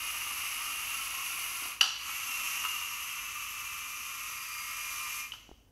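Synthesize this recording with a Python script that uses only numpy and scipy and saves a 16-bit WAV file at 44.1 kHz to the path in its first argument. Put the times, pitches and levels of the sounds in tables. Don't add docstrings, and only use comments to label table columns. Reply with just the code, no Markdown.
import sys
import numpy as np
from scipy import signal
from scipy.fft import rfft, irfft
from scipy.io import wavfile

SR = 44100
rng = np.random.default_rng(int(sys.argv[2]) if len(sys.argv) > 2 else 0)


def waveform_to_disk(signal):
    frames = np.transpose(np.atleast_2d(signal))
    scaled = np.clip(frames, -1, 1) * 32767
    samples = np.round(scaled).astype(np.int16)
    wavfile.write(sys.argv[1], SR, samples)


N = 251811
T = np.arange(N) / SR
SPIN_UP_S, BRAKE_S = .2, .125
SUPPLY_HZ = 1200

# on_s, off_s, gear_db, chassis_db, fizz_db, roll_db, whine_db, whine_swell_db_per_s
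RUNS = [(-.3, 1.68, -41.9, -47.5, -43, -62, -57, -4.5), (1.87, 5.191, -42, -48.4, -43.3, -64.5, -56.7, 4.1)]
# time_s, effort_db
EFFORT = [(0.03, -41), (0.074, -41), (1.66, -41), (2.1, -42), (2.5, -39), (2.81, -43), (3.37, -45),
          (4.53, -45), (5.15, -41), (5.19, -42)]
# frequency_hz, density_db
GEARBOX_TONE = [(900, -39.5), (1550, -14.5), (1820, -9.5), (1920, -7), (2200, -3), (2480, -0.5), (2700, 2),
                (2920, -1), (3150, -8.5), (3450, -19), (4200, -19), (4850, -15), (5250, -30.5),
                (9000, -28.5)]
CHASSIS_TONE = [(120, -39), (270, -29), (400, -32), (560, -28), (850, -23), (980, -2), (1200, 4),
                (1340, 3.5), (1480, -9), (1900, -28.5)]
ROLLING_TONE = [(100, -10.5), (280, -3.5), (420, -7), (600, -6), (720, 3.5), (900, 2), (1500, -9.5),
                (3000, -44)]
# frequency_hz, density_db
FIZZ_STRAIGHT = [(2120, -44.5), (3600, -8.5), (4140, -10), (4710, -5.5), (5290, -7), (6090, -1),
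                 (7630, -11.5), (8260, -6.5), (8940, -13), (9980, -7.5), (10500, -3), (11000, 1.5),
                 (12300, -5), (13800, -15.5), (15500, -22)]
FIZZ_TURNING = [(2120, -41.5), (3600, -8), (4300, -9.5), (4740, -8), (5350, -5), (6200, 1.5), (6920, -5),
                (9050, -11), (11500, -0.5), (12700, -4.5), (15500, -33)]
# peak_s, half_length_s, pitch_hz, glide_hz_per_s, relative_db
RESONANCES = [(.45, .7, 2800, -80, -49), (2.342, .13, 2750, -100, -45), (2.76, .21, 2783, -300, -41),
              (3.8, .5, 2660, -50, -56.5), (4.65, .6, 4810, 30, -54.5), (4.85, .6, 2150, -50, -50),
              (4.8, .6, 1930, -30, -55)]
# pitch_hz, relative_db
WHINE_HARMONICS = [(SUPPLY_HZ, -4), (2 * SUPPLY_HZ, 0), (3 * SUPPLY_HZ, -18)]
# start_s, level_db, brightness_db, pitch_factor, damping_factor
SNAPS = [(1.8089, -19, -12, 0.95, 1.2), (1.8104, -7.5, -23, 1.005, 1.4), (1.8115, -15.5, 3, 1.0031, 1.6),
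         (1.8148, -26, 4, 1.04, 1.6), (5.3203, -22.5, -22, 1.02, 2.1), (5.3362, -45, 3, 1.047, 1.5)]
# base_pitch_hz, relative_db, base_t60_s
FRAME_MODES = [(1330, -20, 0.026), (2791, 2, 0.01197), (2928, -3, 0.032), (3150, -20.5, 0.04013),
               (4080, -14, 0.018837), (4740, -3.5, 0.024), (5560, -12, 0.018), (8182, -15.5, 0.02),
               (11400, -12.5, 0.014), (12157, -13, 0.018)]
# frequency_hz, density_db
CRACK_TONE = [(250, -25.5), (700, -3.5), (1350, 6), (2150, -7), (3050, 6.5), (3550, 2), (4200, 7),
              (4700, 6.5), (5050, -5), (5800, 6), (6600, -3), (9300, -12.5), (12200, -9), (13000, -30),
              (15500, -29)]
# start_s, rattle_db, thump_db
JOLTS = [(.31, -44, -45), (1.181, -38, -51), (1.33, -39, -55), (1.622, -39, -43), (1.655, -42, -44),
         (1.811, -32, -50), (2.09, -39, -47), (2.639, -33.5, -55), (2.6488, -27, -52), (2.657, -28, -52),
         (2.751, -39, -55), (2.814, -35.5, -59), (4.295, -40, -57), (5.334, -42.5, -54)]
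# start_s, knock_db, knock_pitch_hz, thud_db
BUMPS = [(5.4917, -38.5, 300, -79.5), (5.5145, -36, 377, -47.5)]
# frequency_hz, t60_s
ROOM_DECAY = [(200, 0.54), (1000, 0.65), (3000, 0.73), (6000, 0.84), (9000, 0.56), (14000, 0.64)]
# nominal_delay_s, gain
ECHOES = [(.0032, 0.35), (0.0118, 0.19), (0.0177, 0.0865), (0.0216, 0.15), (0.031, .12), (.047, 0.14)]
# frequency_hz, density_db
RUMBLE_TONE = [(15, -46.5), (27, -22), (34, -9), (47, 3), (65, -3), (105, -3), (170, -16), (260, -11),
               (500, -38)]
HISS_TONE = [(150, -17), (400, -3), (1000, -11), (4000, -31), (15000, -25.5)]


def motors(gear_rub=.45, fizz_rub=.97, settle_db_per_s=.84):
    fast, slow = gear_teeth(per_turn=3), gear_teeth(per_turn=2)
    gearbox = unit(colour(fast + gear_rub * friction(), GEARBOX_TONE))
    chassis = unit(colour(slow + .5 * fast + gear_rub * friction(), CHASSIS_TONE))
    rolling = unit(colour(friction(), ROLLING_TONE))
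    brushes = gear_teeth(per_turn=6) + .5 * fast + fizz_rub * friction()
    out = np.zeros(N)
    for run, fizz_tone in zip(RUNS, (FIZZ_STRAIGHT, FIZZ_TURNING)):
        on, off, gear_db, chassis_db, fizz_db, roll_db, *_ = run
        spinning = spin(on, off)
        settling = amp(-settle_db_per_s * (T - on))
        fizz = unit(colour(brushes, fizz_tone))
        out += settling * part_gain(gear_db, spinning, per_effort=.6, power=.9) * gearbox
        out += settling * part_gain(chassis_db, spinning, per_effort=.25, power=1) * chassis
        out += settling * part_gain(roll_db, spinning, per_effort=1.7, power=1.5) * rolling
        out += part_gain(fizz_db, spinning, per_effort=.86, power=2.04) * fizz
    return out + resonances(fast)


def gear_teeth(per_turn, uneven_db=2, drift=.012, jitter=.04, lope_db=1):
    out = np.zeros(N)
    for ratio in (1, .76):
        speed = ratio * shaft_speed() * (1 + drift * wander(6) + jitter * wander(300))
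        tooth = np.floor(np.cumsum(speed) * per_turn / SR).astype(int)
        hits = np.flatnonzero(np.diff(tooth) > 0)
        wear = rng.standard_normal(per_turn)[tooth[hits] % per_turn]
        strength = amp(uneven_db * (rng.standard_normal(N)[hits] + .5 * wear))
        out[hits] += strength * rng.choice([-1, 1], N)[hits]
    return unit(out * amp(lope_db * wander(30)))


def friction(flutter_db=2):
    return unit(rng.standard_normal(N) * amp(flutter_db * wander(140)))


def resonances(teeth, trim_db=-2, width_hz=130, waver=.004):
    out = np.zeros(N)
    for peak, half, centre_hz, glide, db in RESONANCES:
        hz = centre_hz + glide * np.clip(T - peak, -2 * half, 2 * half)
        hz *= 1 + waver * wander(7.1)
        swell = running() * np.exp(-((T - peak) / half) ** 2)
        ring = resonate(teeth + friction(), hz, width_hz)
        out += swell * amp(db + trim_db) * unit(resonate(ring, hz, width_hz))
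    return out


def effort(usual_db=-42):
    return np.interp(T, *np.transpose(EFFORT)) - usual_db


def spin(on, off):
    return np.clip((T - on) / SPIN_UP_S, 0, 1) * np.clip(1 - (T - off) / BRAKE_S, 0, 1)


def running():
    return sum(spin(on, off) for on, off, *_ in RUNS)


def shaft_speed(usual_hz=116, hz_per_effort_db=1.79, crawl=.3):
    return (usual_hz + hz_per_effort_db * effort()) * (crawl + (1 - crawl) * running())


def part_gain(db, spinning, per_effort, power):
    return amp(db + per_effort * effort()) * spinning ** power


def supply_whine(waver_db=1.5, ripple=.15, ripple_hz=52, octave_lead=.6, hold_s=.06, fade_db_per_s=260.5):
    rotor_hz = ripple_hz * (1 + .053 * wander(4))
    rotor = 1 + ripple * np.cos(2 * np.pi * np.cumsum(rotor_hz) / SR)
    root, octave, twelfth = [
        amp(db + waver_db * wander(7.2)) * np.sin(2 * np.pi * hz * T + .5 * wander(7.1))
        for hz, db in WHINE_HARMONICS]
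    out = np.zeros(N)
    for on, off, *_, db, swell in RUNS:
        attack = np.clip((T - on) / SPIN_UP_S, 0, 1)
        load_db = swell * (np.clip(T, on, off) - on)
        fade_db = fade_db_per_s * np.maximum(T - off - hold_s, 0)
        lead = amp(octave_lead * (load_db - swell * (off - on) / 2))
        out += attack * amp(db + load_db - fade_db) * (octave + (root + twelfth) / lead)
    return rotor * out


def gear_snaps(rise_s=.0008, crack_db=-3, crack_decay_s=.0021, rattle_db=-21.5, rattle_decay_s=.066):
    out, t = np.zeros(N), T[:SR // 3]
    contact = amp(crack_db) * np.exp(-t / crack_decay_s) + amp(rattle_db) * np.exp(-t / rattle_decay_s)
    attack = 1 - np.exp(-t / rise_s)
    for start, db, bright_db, pitch, damping in SNAPS:
        ring = np.zeros(len(t))
        for hz, mode_db, t60 in FRAME_MODES:
            envelope = amp(mode_db + bright_db * (hz > 3500) - 60 * damping * t / t60)
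            ring += envelope * np.sin(2 * np.pi * hz * pitch * t)
        crack = colour(rng.standard_normal(len(t)) * contact, CRACK_TONE)
        add(out, start, amp(db) * (attack * ring + amp(bright_db) * crack))
    return out


def floor_jolts(decay_s=.0036, gear_share=.53):
    shake, thump, t = np.zeros(N), np.zeros(N), T[:SR // 30]
    for start, rattle_db, thump_db in JOLTS:
        contact = rng.standard_normal(len(t)) * np.exp(-t / decay_s)
        add(shake, start, amp(rattle_db) * contact)
        add(thump, start, amp(thump_db) * contact)
    rattle = colour(shake, CHASSIS_TONE) + gear_share * colour(shake, GEARBOX_TONE)
    return rattle + colour(thump, ROLLING_TONE)


def soft_bumps(knock_decay_s=.0017, tap_hz=700, tap_decay_s=.001154, thud_hz=60, thud_decay_s=.033):
    out, t = np.zeros(N), T[:SR // 5]
    attack = 1 - np.exp(-t / .00027)
    tap = .85 * np.sin(2 * np.pi * tap_hz * t) * np.exp(-t / tap_decay_s)
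    thud = np.sin(2 * np.pi * thud_hz * t) * np.exp(-t / thud_decay_s)
    for start, knock_db, hz, thud_db in BUMPS:
        knock = np.sin(2 * np.pi * hz * t) * np.exp(-t / knock_decay_s)
        add(out, start, attack * (amp(knock_db) * (knock + tap) + amp(thud_db) * thud))
    return out


def moving_reverb(x, tail_db, spots=16):
    position = np.linspace(0, spots - 1, N)
    fades = (np.cos(np.pi / 2 * np.clip(position - spot, -1, 1)) for spot in range(spots))
    return sum(reverb(x * fade, tail_db) for fade in fades)


def reverb(x, tail_db, build_s=.0061):
    hz, t, noise = signal.stft(rng.standard_normal(SR), SR, nperseg=256)
    decay = amp(-60 * t / value_at(ROOM_DECAY, hz)[:, None])
    tail = signal.istft(noise * decay, SR, nperseg=256)[1]
    tail *= np.clip(T[:len(tail)] / build_s, 0, 1) ** 2
    response = amp(tail_db) * tail / np.linalg.norm(tail)
    for delay, gain in ECHOES:
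        response[round(delay * rng.uniform(.85, 1.15) * SR)] += gain
    return signal.fftconvolve(x, response)[:N]


def room_tone(rumble_db=-64, hiss_db=-72):
    rumble = unit(colour(rng.standard_normal(N), RUMBLE_TONE, size=16384))
    hiss = unit(colour(rng.standard_normal(N), HISS_TONE))
    return amp(rumble_db) * rumble + amp(hiss_db) * hiss


def colour(x, tone, size=4096):
    log_gain = np.log(amp(value_at(tone, abs(np.fft.fftfreq(size, 1 / SR)))))
    ring = np.fft.ifft(np.exp(signal.hilbert(log_gain).conj())).real[:size // 2]
    return signal.fftconvolve(x, ring / np.linalg.norm(ring))[:len(x)]


def resonate(x, hz, width_hz):
    carrier = np.exp(2j * np.pi * np.cumsum(hz) / SR)
    pole = np.exp(-np.pi * width_hz / SR)
    return (carrier * signal.lfilter([1 - pole], [1, -pole], x / carrier)).real


def wander(rate_hz):
    hz = np.fft.rfftfreq(N, 1 / SR)
    return unit(irfft(rfft(rng.standard_normal(N)) * np.exp(-(hz / rate_hz) ** 2), N))


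def value_at(table, hz):
    table_hz, values = np.transpose(table)
    return np.interp(np.log(hz + 1), np.log(table_hz + 1), values)


def add(mix, start_s, sound):
    part = mix[round(start_s * SR):][:len(sound)]
    part += sound[:len(part)]


def amp(db):
    return 10 ** (np.asarray(db) / 20)


def unit(x):
    return x / np.sqrt(np.mean(x ** 2) + 1e-20)


def scene(motors_db=-1):
    drive = amp(motors_db) * motors() + floor_jolts()
    snaps = gear_snaps()
    echoes = moving_reverb(drive, tail_db=-3) + reverb(snaps, tail_db=-5)
    robot = drive + snaps + echoes + supply_whine()
    return np.tile(robot + soft_bumps() + room_tone(), (2, 1))


def record(dry, cutoff_hz=15700):
    lowpass = signal.firwin(1023, cutoff_hz, window=("kaiser", 9), fs=SR)
    return signal.oaconvolve(dry, lowpass[None], "same")


dry = scene()
out = record(dry)
waveform_to_disk(out)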